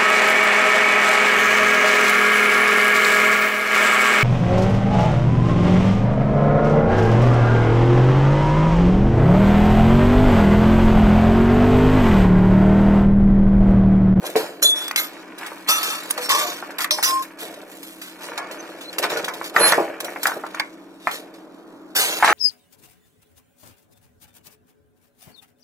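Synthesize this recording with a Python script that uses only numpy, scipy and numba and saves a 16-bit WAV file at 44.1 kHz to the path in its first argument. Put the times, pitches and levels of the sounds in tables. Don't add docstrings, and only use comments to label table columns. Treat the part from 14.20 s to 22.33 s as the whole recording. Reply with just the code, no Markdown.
import sys
import numpy as np
from scipy import signal
from scipy.fft import rfft, irfft
from scipy.io import wavfile
from scipy.ndimage import uniform_filter1d
from numba import njit

SR = 44100
rng = np.random.default_rng(int(sys.argv[2]) if len(sys.argv) > 2 else 0)


def undo_db(level):
    steps = np.asarray(level, float) / 20
    return 10 ** steps


def generate_wav(signal):
    frames = np.transpose(np.atleast_2d(signal))
    scaled = np.clip(frames, -1, 1) * 32767
    pcm = np.round(scaled).astype(np.int16)
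    wavfile.write(sys.argv[1], SR, pcm)


N = 358533
T = np.arange(N) / SR
# [Hz, dB]
DECK_MODES = [(150, -22), (300, -4), (600, 0), (1500, 1), (2300, 0), (2900, -15), (5000, -40)]


def colour_db(table, hz):
    f, db = np.transpose(table)
    return np.interp(np.log(hz + 1), np.log(f), db)


def unit(x):
    return x / np.sqrt(np.mean(x ** 2))


def walk(rate):
    hold = int(SR / rate)
    levels = np.repeat(rng.standard_normal(N // hold + 1), hold)
    return 1.32 * uniform_filter1d(uniform_filter1d(levels, hold), hold)[:N]


def yard():
    # [Hz, dB per Hz]
    drone_colour = [(40, -36), (140, -5), (180, -6.5), (310, 7.5), (500, -2), (1400, -9.5), (3000, -38),
                    (6000, -44.5), (15000, -45)]
    # [Hz, dB rms]
    hum_lines = [(183.0, -59.5), (215.3, -68), (285.3, -55), (323.0, -52), (640.6, -63)]
    hz = np.arange(N // 2 + 1) * SR / N
    colour = undo_db(colour_db(drone_colour, hz))
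    common = irfft(rfft(rng.standard_normal(N)) * colour, N)
    opposed = irfft(rfft(rng.standard_normal(N)) * colour * np.clip(hz / 2500, .35, 1), N)
    drone = unit(common + opposed * np.array([[1], [-1]])) * undo_db(-47.5)
    drone = drone * undo_db(1.5 * walk(2.5))
    hum = np.zeros(N)
    for f, db in hum_lines:
        level = undo_db(db + 5.5 + 1.6 * walk(13))
        hum += level * np.sin(2 * np.pi * f * np.cumsum(1 + .004 * walk(5.4)) / SR)
    return drone + hum


@njit
def add(out, start, hz, gain, t60, phase, rise):
    for m in range(len(hz)):
        turn = np.exp(2j * np.pi * hz[m] / SR - np.log(1000) / (t60[m] * SR))
        z, gap, close = gain[m] * np.exp(1j * phase[m]), 1., np.exp(-1 / (rise * SR))
        for i in range(start, min(len(out), start + int(t60[m] * SR))):
            out[i] += z.imag * (1 - gap)
            z, gap = z * turn, gap * close


def strike(out, s, db, hz, mode_db, t60, spread, rise, scatter=2 * np.pi):
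    chance = rng.standard_normal((len(hz), 2)).T
    gain = undo_db(mode_db + 3.0 * chance[0])
    gain = gain * undo_db(db) / np.sqrt(np.sum(gain ** 2) / 2)
    life = t60 * np.exp(spread * chance[1])
    phase = rng.uniform(0, scatter, len(hz))
    add(out, int(s * SR), hz, gain, life, phase, rise)


def piece(table, lo_hz, hi_hz, t60, count):
    body = np.zeros(int(.25 * SR))
    hz = rng.uniform(lo_hz, hi_hz, count)
    strike(body, 0, 0, hz, colour_db(table, hz), t60 + 0 * hz, spread=.3, rise=.0002)
    return body / np.sqrt(np.sum(body ** 2))


def contacts(rate, force_db, smooth):
    force = undo_db(force_db * np.minimum(rng.exponential(size=N), 3))
    taps = unit((rng.random(N) < rate / SR) * force * rng.standard_normal(N))
    return unit(taps + smooth * rng.standard_normal(N)) * undo_db(.8 * walk(30))


def shoves_db(start, swell, db, t60, still_db):
    power = undo_db(2 * still_db) + 0 * T
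    for s, up, top_db, down in zip(start, swell, db, t60):
        times = [s - .002, s, s + up, s + up + 2 * down]
        power = power + undo_db(2 * np.interp(T, times, [-200, top_db - 21, top_db, top_db - 120]))
    return 10 * np.log10(power)


def rattle(lo_hz, hi_hz, rate, t60, level_db):
    total = 0
    for _ in range(2):
        push = contacts(rate, force_db=3.0, smooth=0.7) * undo_db(level_db)
        total = total + signal.oaconvolve(push, piece(DECK_MODES, lo_hz, hi_hz, t60, count=110))
    return total[:N] / np.sqrt(2)


def loose_scrap():
    # [s, s, dB, dB, s]
    shoves = [(0.0, 0.033, -25.5, -27, 1.5), (.14, 0.017, -17, -21, 0.54),
              (.415, 0.0092, -48.5, -26.5, 0.55), (.43, 0.13, -25, -40, 4), (.7, 0.1, -34, -40, 0.9),
              (1.152, .048, -18, -38, 0.8), (1.46, 0.01, -20.5, -36, 0.26), (1.5, 0.055, -24, -37, 8),
              (1.9, 0.072, -19.5, -44, 0.66), (2.07, 0.074, -19.5, -29, 1.6), (2.546, 0.07, -17, -45, 0.22),
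              (2.7, 0.2, -25, -35.5, 0.69), (3.133, .1, -31, -31, 1.6), (3.87, 0.2, -25.5, -33.5, 6.6),
              (4.7, 0.11, -23.5, -26, 2.9), (4.805, .035, -9, -20, .2), (4.89, .028, -10, -21, .18),
              (4.94, .03, -14, -22, .25), (5.334, 0.077, -4.5, -16, 0.85), (5.45, 0.15, -32.5, -21, 0.61),
              (5.7, 0.15, -26.5, -28.5, 1.4), (6.024, 0.034, -15, -48, 0.12), (6.05, 0.028, -28, -36, 1.9),
              (6.329, 0.044, -24, -60, 0.33), (6.85, 0.067, -34.5, -34, 1.6),
              (7.748, 0.024, -30, -27.5, 2.9), (7.971, 0.098, -4, -22.5, 4.1)]
    s, swell, *peaks_db, settle = np.transpose(shoves)
    rattle_db, rumble_db = (shoves_db(s, swell, db, settle, still_db=-67) for db in peaks_db)
    bright = rattle(742, 3500, 220, 0.015, rattle_db - 14.5)
    return bright + rattle(197.4, 743, 200, 0.043, rumble_db - 5.5)


def knocks():
    # [s, dB, Hz, s]
    ahead_blows = [(0.7104, -15, 1750, 0.014), (1.318, -26, 990, 0.042), (1.906, -30, 1270, 0.011),
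                   (2.425, -22, 960, 0.041), (2.591, -24, 1687, 0.12), (2.6446, -11, 2290, 0.02),
                   (2.784, -20, 1034, 0.049), (4.178, -26, 1392, 0.29), (4.843, -20, 1050, 0.04),
                   (4.918, -22, 1090, 0.04), (5.081, -21, 1108, 0.12), (5.213, -17, 1190, 0.017),
                   (5.363, -2, 1457, 0.035), (5.418, -20.5, 1165, 0.044), (5.451, -19, 1062, 0.27),
                   (5.521, -8.5, 1411, 0.071), (5.882, -22, 1207, 0.033), (5.96, -21, 1800, 0.037),
                   (6.056, -2.5, 1730, 0.012), (6.066, -22.5, 1108, 0.24), (6.117, -17.5, 1314, 0.031),
                   (6.165, -20, 426, 0.059), (6.237, -22, 910, 0.05), (6.345, -17.5, 1370, 0.017),
                   (6.398, -10, 1730, 0.03), (6.871, -3, 1439, 0.024), (8.025, -0.5, 1423, 0.052),
                   (8.045, -3, 1510, 0.021), (8.082, -12.5, 1391, 0.31)]
    # [s, dB, Hz, s]
    side_blows = [(0.04, -21.5, 738, 0.043), (0.155, -12.5, 505.5, 0.11), (0.239, -25, 438, 0.052),
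                  (0.774, -36, 1260, 0.033), (1.259, -33, 1360, 0.11), (1.523, -26, 1546, 0.1),
                  (1.976, -23.5, 1099, 0.12), (2.117, -21, 1130, 0.055), (5.346, -28.5, 702, 0.4),
                  (5.579, -10, 523.7, 0.15), (6.369, -37, 1400, 0.021)]
    # [s, dB, Hz]
    small_ticks = [(0.646, -25, 1660), (0.681, -17, 1640), (0.726, -21, 1710), (0.737, -22, 2160),
                   (1.742, -20, 1320), (2.019, -19, 1700), (2.031, -20, 1500), (2.065, -19, 1310),
                   (2.118, -8, 2000), (2.088, -14, 1110), (2.388, -22, 1610), (2.492, -20, 1100),
                   (2.505, -16, 1560), (2.789, -12, 962), (4.844, -20, 1620), (5.087, -10, 1560),
                   (5.382, -5, 980), (5.535, 1, 1600), (5.806, -14, 1190), (6.097, -14, 1760),
                   (6.194, -26, 1180), (6.264, -16, 1030), (6.372, -16.5, 1450), (6.419, -24, 1980),
                   (8.094, -6, 1750), (8.126, 1, 1450)]
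    blows = [(*blow, 0) for blow in ahead_blows] + [(*blow, 1) for blow in side_blows]
    blows += [(s, db - 7.0, hz, 0.011, 0) for s, db, hz in small_ticks]
    out = np.zeros((2, N))
    for s, db, centre_hz, t60, place in blows:
        hz = centre_hz * np.exp(rng.triangular(-1., 0, .85, 70))
        strike(out[place], s, db - 0.2, hz, colour_db(DECK_MODES, hz), max(t60, .008) + 0 * hz,
               spread=0.4, rise=0.0004, scatter=5.43)
    return out


def notes():
    # [s, s, s, Hz, dB]
    free_bars = [(0.159, 0.0026, 0.054, 439, -12.5), (0.431, 0.0031, 0.018, 5700, -15.5),
                 (0.44, 0.02, 0.24, 3450, -13.5), (0.43, .004, .03, 4080, -19),
                 (0.568, .012, .04, 5600, -32), (0.436, 0.018, 0.07, 6890, -23),
                 (1.494, 0.039, 0.1, 3550, -26), (0.768, 0.006, 0.087, 2170, -24.5),
                 (1.909, 0.002, 0.011, 9300, -9), (1.982, 0.0039, 0.12, 492, -30),
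                 (2.038, 0.011, 0.034, 8400, -27), (2.717, 0.0055, 0.08, 610, -31),
                 (2.728, 0.018, 0.017, 5881, -24), (2.837, 0.0054, 0.06, 8500, -24),
                 (2.841, 0.016, 0.047, 5855, -16), (4.392, 0.013, 0.02, 6120, -36.5),
                 (4.65, .006, .03, 4000, -38), (4.684, 0.011, 0.014, 4150, -33),
                 (4.826, .005, .04, 4000, -28.5), (4.966, .006, .03, 1450, -24),
                 (5.847, .01, 0.069, 5800, -44), (6.13, .006, 0.027, 5520, -40),
                 (2.356, 0.0054, 0.025, 5480, -40), (8.045, .003, 0.015, 8300, -20),
                 (4.957, 0.014, 0.045, 455, -25)]
    # [s, s, s, Hz, dB]
    damped_bars = [(0.458, 0.012, 0.02, 4070, -17.5), (0.485, 0.011, 0.025, 8650, -25),
                   (1.492, 0.04, 0.05, 5949, -22), (2.716, 0.008, 0.06, 5085, -27),
                   (2.836, .05, .05, 5085, -23), (1.4966, 0.0049, 0.028, 4470, -26),
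                   (2.04, 0.006, 0.04, 5450, -29), (1.5037, 0.062, 0.081, 1298, -29),
                   (1.5572, 0.015, 0.057, 1168, -31), (2.1046, 0.065, 0.1, 1170, -25),
                   (2.113, 0.12, 0.04, 607, -33), (2.235, 0.0091, 0.1, 711, -32),
                   (2.865, 0.09, 0.071, 1061, -18), (5.401, 0.04, 0.075, 11030, -11),
                   (7.775, .02, .06, 2950, -30), (5.526, .004, .012, 5850, -25),
                   (5.408, 0.045, 0.03, 4208, -16.5), (5.55, 0.063, 0.0091, 470, -24),
                   (5.608, 0.0038, 0.062, 804, -28.5)]
    bars = [(*bar, -22) for bar in free_bars] + [(*bar, -8) for bar in damped_bars]
    out, tremble = np.zeros(N), walk(90)
    for s, swell, fade, hz, db, fall_db in bars:
        beat_hz, phase = rng.random(2) * [22, 2 * np.pi]
        t = np.arange(int((swell + fade + 0.04) * SR)) / SR
        times = [0, .004, swell + 0.011, swell + fade, swell + fade + 0.045]
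        level_db = np.interp(t, times, [-30, -10, 0, fall_db, fall_db - 34.5])
        wobble = hz / 14000 * tremble[int(s * SR):][:len(t)]
        tone = np.sin(2 * np.pi * hz * t + wobble)
        tone = tone + .13 * np.sin(2 * np.pi * (hz + 8 + beat_hz) * t + phase)
        i = int((s - .008) * SR)
        flutter_db = 2.2 * min(hz / 3000, 1) * tremble[i:i + len(t)]
        out[i:i + len(t)] += np.sqrt(2) * (undo_db(db + level_db) * tone)[:N - i] * undo_db(flutter_db)
    return out


def handled(push):
    # [s, s, dB, dB]
    holds = [
        (0.415, .62, -2.5, -5.5),
        (.758, 0.868, -2, -2),
        (1.475, 1.822, -2, -3),
        (2.085, 2.324, -2.5, -2.5),
        (2.704, 2.825, -2, -3),
        (2.824, 3.03, -5, -2),
        (7.752, 8.002, -10, -1),
    ]
    # [Hz, Hz, dB]
    bar = [(630, 83.6, -11.5), (2683, 27, -29.5), (3460, 28, 2.5), (4050, 50, -9), (5700, 49, -11),
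           (6370, 57, -9.5), (6940, 86, -7), (8680, 200, -11), (9900, 51, -15.5), (10700, 66, -12.5),
           (10900, 69, -11.5), (11900, 82, -15.5), (12700, 35, -13.5), (13700, 80, -16.5)]
    # [Hz, Hz, dB]
    bar_turned = [(1250, 32, -1.5), (2110, 48, -2), (3500, 31, -0.5), (4050, 36, -5), (5730, 36, -9.5),
                  (6260, 38, -17), (6870, 54, -10), (9760, 55, -15), (10400, 44, -9), (10930, 48, -10),
                  (12100, 32, -5.5), (12100, 31, -4.5), (12400, 37, -1), (13500, 47, -6.5)]
    # [Hz, Hz, dB]
    plate = [(1320, 70, -1), (1750, 22, -5.5), (2740, 35, 0), (3600, 120, -6), (4510, 61, -8),
             (4980, 91, -14), (5920, 52, -8), (6830, 64, -13.5), (7500, 92.5, -13), (8480, 130, -17),
             (9440, 65, -12.5), (10500, 65, -15), (11800, 82, -15.5), (13000, 45, -13)]
    # [Hz, Hz, dB]
    plate_dragged = [(606, 34, -10.5), (1116, 43, 1), (1750, 24, -7), (3660, 42, -6), (4620, 34, -21),
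                     (5090, 56, -16), (5880, 200, -11.5), (6780, 95, -11), (7590, 32, -12), (8400, 41, -19),
                     (9170, 52, -21), (9500, 99, -20), (12300, 180, -20), (13500, 180, -22)]
    # [Hz, Hz, dB]
    plate_dropped = [(610, 27, -3.5), (1050, 70, -5), (4510, 35, -8), (5090, 23, -3), (5240, 32, -2),
                     (5830, 57, -1), (6980, 45, -13), (8560, 67, -6), (9040, 32, -11), (10000, 65, -14),
                     (10500, 44, -16), (11200, 29, -19.5), (12400, 65, -15), (13500, 33, -13)]
    # [Hz, Hz, dB]
    plate_free = [(4610, 39, -23), (5090, 25, -5.5), (5270, 45, -10), (5790, 30, -7), (6650, 37, -15),
                  (7320, 48, -19), (7640, 43, -15.5), (8510, 50, -15), (11300, 53, -20), (11900, 59, -24),
                  (12400, 44, -24), (13200, 36, -23)]
    # [Hz, Hz, dB]
    sheet = [(802, 88, -3), (1046, 43, -2), (1240, 27, -1), (1677, 81, -5), (2110, 34, -14), (3070, 60, -8),
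             (3920, 110, -3), (4400, 66, -4.5), (4570, 27, -5.5), (5400, 54, -1.5), (7050, 71, -8.5),
             (7400, 31, -11), (7900, 54, -9), (8410, 38, -12)]
    pieces = bar, bar_turned, plate, plate_dragged, plate_dropped, plate_free, sheet
    out, behind = np.zeros(N + SR), np.ones(N)
    for (start_s, end_s, ring_db, heap_db), modes in zip(holds, pieces):
        hz, width, mode_db = np.transpose(modes)
        t60 = np.clip(3.2 / width, .01, .3)
        body = np.zeros(int(.3 * SR))
        add(body, 0, hz, undo_db(mode_db) / t60, t60, 0 * hz, .0001)
        a, b = int(start_s * SR), int(end_s * SR)
        ring = signal.oaconvolve(push[a:b], body / np.sqrt(np.sum(body ** 2)))
        out[a:a + len(ring)] += undo_db(ring_db) * ring
        behind[a:b] = undo_db(heap_db)
    return out, behind


def clanks():
    # [s, dB, s]
    clash_events = [(0.065, -13.5, 0.032), (0.16, -12.5, 0.37), (0.4257, -19, 0.035), (0.6808, -5.5, 0.012),
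                    (0.7119, -8.5, 0.013), (0.7601, 2.5, 0.023), (1.1832, -24, 0.067),
                    (1.263, -18.5, 0.086), (1.4865, -6, 0.041), (1.629, -7, 0.15), (1.803, -21, 0.044),
                    (1.908, 2.5, 0.01), (1.9766, -13, 0.07), (2.034, -26, 0.041), (2.092, -4, 0.047),
                    (2.329, -20, 0.063), (2.908, -12, .02), (2.506, -28, 0.078), (2.584, -8, 0.055),
                    (2.605, -10, 0.085), (2.6437, -1.5, 0.014), (2.7085, 3.5, 0.021), (2.827, -1, 0.03),
                    (3.023, -19.5, 0.093), (3.1878, -28, 0.48), (3.341, -25, 0.047), (3.416, -30, .04),
                    (3.515, -28, 0.074), (3.569, -32, .04), (3.63, -19.5, 0.033), (3.815, -22, 0.23),
                   (4.177, -12, 0.056), (4.3119, -21.5, 0.13), (4.6092, -24, 0.21), (4.728, -22, 0.1),
                   (4.784, -0.5, 0.012), (4.827, -10, 0.044), (4.9002, -14.5, 0.092), (4.9703, -14, 0.11),
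                   (5.044, -12.5, 0.065), (5.0825, -13.5, 0.049), (5.137, -19, 0.064),
                   (5.2409, -18.5, 0.13), (5.2967, -18.5, 0.023), (5.363, -11, 0.052),
                   (5.402, -10.5, 0.014), (5.489, -11, .03), (5.5212, 1.5, 0.016), (5.8031, -8.5, 0.034),
                   (5.8449, -14, 0.058), (6.031, -6, 0.05), (6.0692, 0, 0.025), (6.265, -23, 0.029),
                   (6.347, -17.5, 0.023), (6.3968, -4, 0.024), (6.8735, -24, 0.054), (6.911, -18, 0.21),
                   (7.139, -35.5, 0.21), (7.7515, -11.5, 0.081), (8.0463, -10, 0.15)]
    # [s, s, dB, s, dB]
    slide_events = [(0.0, 0.057, -32, 0.43, -2), (0.14, 0.013, -37, 0.45, -4), (0.418, 0.008, -14.5, 0.3, 1),
                    (.45, 0.056, -31.5, 0.099, 9), (.541, 0.018, -27.5, 0.65, -3.5),
                    (0.76, 0.011, -15, 0.28, -5), (.85, 0.063, -47, 2.6, -9), (1.171, .012, -40, 2.1, -3),
                    (1.473, 0.017, -13, 0.56, -3), (1.56, 0.13, -23.5, 0.77, -5),
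                    (1.85, .065, -33, 0.19, -0.5), (1.974, 0.06, -27, 0.27, -4.5),
                    (2.085, 0.016, -12.5, 0.68, -5.5), (2.584, 0.046, -21.5, 0.11, -2),
                    (2.705, 0.0089, -17.5, 0.31, -5.5), (2.825, 0.0093, -16.5, 0.45, 0),
                    (3.173, 0.036, -32, 0.6, -2.5), (3.4, .1, -45, 2.5, 0.5),
                    (3.624, 0.011, -38, 0.77, 0.5), (3.783, 0.094, -35.5, 0.36, -4.5),
                  (3.975, 0.065, -32, 0.44, -6), (4.165, 0.0086, -40, 0.55, -25),
                  (4.26, 0.068, -44, 6.9, -6.5), (4.781, 0.0033, -18.5, 0.084, -2),
                  (4.818, 0.015, -21.5, 0.14, -9.5), (4.879, 0.026, -29.5, 0.67, -9),
                  (5.027, 0.022, -34, .31, -4.5), (5.122, 0.02, -36.5, 0.64, -4),
                  (5.206, 0.057, -31.5, 0.15, -3), (5.335, 0.047, -24, 0.55, -3.5),
                  (5.38, 0.1, -20, 0.49, -4), (5.789, 0.018, -40, 1.9, -1.5),
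                  (5.996, 0.063, -26.5, 0.37, -1), (6.15, 0.22, -42.5, 0.8, -12),
                  (6.799, 0.15, -31.5, 0.3, -6), (7.749, 0.011, -14, 0.95, -1.5),
                  (7.87, .04, -28.5, .7, -12), (8.0, 0.067, -24, 2.1, -13.5)]
    # [Hz, dB]
    scrap_modes = [(150, -47), (500, -12.5), (1200, 1), (3600, 4.5), (5000, -1), (8000, -5), (15000, -10.5),
                   (16500, -38.5)]
    clashes = clash_events
    s, swell, db, settle, thin_db = np.transpose(slide_events)
    level_db = shoves_db(s, swell, db, settle, still_db=-58.5)
    top_db = shoves_db(s, swell, db + thin_db, settle, still_db=-65) - level_db
    push = contacts(1500, force_db=1.5, smooth=0.49) * undo_db(level_db - 2.5)
    out, behind = handled(push)
    push = push * behind
    hard = push * undo_db(np.clip(.5 * (level_db + 22), -12, 0))
    clash_starts = [int(row[0] * SR) for row in clashes]
    edges = sorted({*clash_starts, *range(0, N, SR // 10), N})
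    for a, b in zip(edges, edges[1:]):
        ring = signal.oaconvolve(hard[a:b], piece(scrap_modes, 500, 16300, t60=.04, count=220))
        out[a:a + len(ring)] += undo_db(-1.5) * ring
    colour = undo_db(colour_db(scrap_modes, np.arange(N // 2 + 1) * SR / N))
    out[:N] += undo_db(-1.0) * irfft(rfft(push) * colour, N) / np.sqrt(np.mean(colour ** 2))
    for t, peak_db, t60 in clashes:
        hz = rng.uniform(700, 16300, 500)
        strike(out, t, peak_db - 11.5, hz, colour_db(scrap_modes, hz), np.clip(t60, .01, .4) + 0 * hz,
               spread=0.27, rise=0.000067, scatter=5.6)
    top = signal.sosfilt(signal.butter(2, 8000, "high", fs=SR, output="sos"), out[:N])
    return out[:N] - top + top * undo_db(top_db + 8.0)


def heaps(x, t60, db, bass_hz):
    t, step = np.arange(int(.14 * SR)) / SR, 2048
    shape = undo_db(-60 * t / t60) * (1 - np.exp(-t / 0.00113))
    x = signal.sosfilt(signal.butter(4, bass_hz, "high", fs=SR, output="sos"), x)
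    out = np.zeros((2, N + SR))
    for a in range(0, N, step):
        tails = shape * rng.standard_normal((2, len(t)))
        echo = signal.fftconvolve(x[None, a:a + step], tails, axes=1)
        out[:, a:a + echo.shape[1]] += echo
    return undo_db(db) * out[:, :N] / np.sqrt(np.sum(shape ** 2))


def late_port(right):
    lag_samples = 7.15
    hz = np.arange(N // 2 + 1) * SR / N
    shadow = undo_db(colour_db([(4000, 0.85), (8000, -6.0), (15000, -7.5)], hz))
    return irfft(rfft(right) * shadow * np.exp(-2j * np.pi * hz * lag_samples / SR), N)


def scene():
    ahead, beside = knocks()
    ahead = ahead + loose_scrap()
    clatter = clanks() + beside
    right = clatter + notes()
    direct = np.array([late_port(right), right]) + ahead
    scatter = heaps(clatter, 0.019, -0.96, 3740) + heaps(ahead, 0.21, -5.5, 550)
    return direct + scatter + yard()


def band_limit(x):
    return signal.sosfilt(signal.butter(12, 16520, fs=SR, output="sos"), x)


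def record(dry):
    x = signal.sosfilt(signal.butter(3, 170, "high", fs=SR, output="sos"), dry)
    own = rng.standard_normal(N) + 0.88 * rng.standard_normal((2, N))
    x = x + undo_db(-72.0) * unit(signal.sosfilt(signal.butter(2, 130, fs=SR, output="sos"), own))
    rounded = np.tanh(.95 * x) / .95
    mix = signal.sosfilt(signal.ellip(8, .2, 60, 16200, fs=SR, output="sos"), rounded)
    return band_limit(mix)


dry = scene()
out = record(dry)
generate_wav(out)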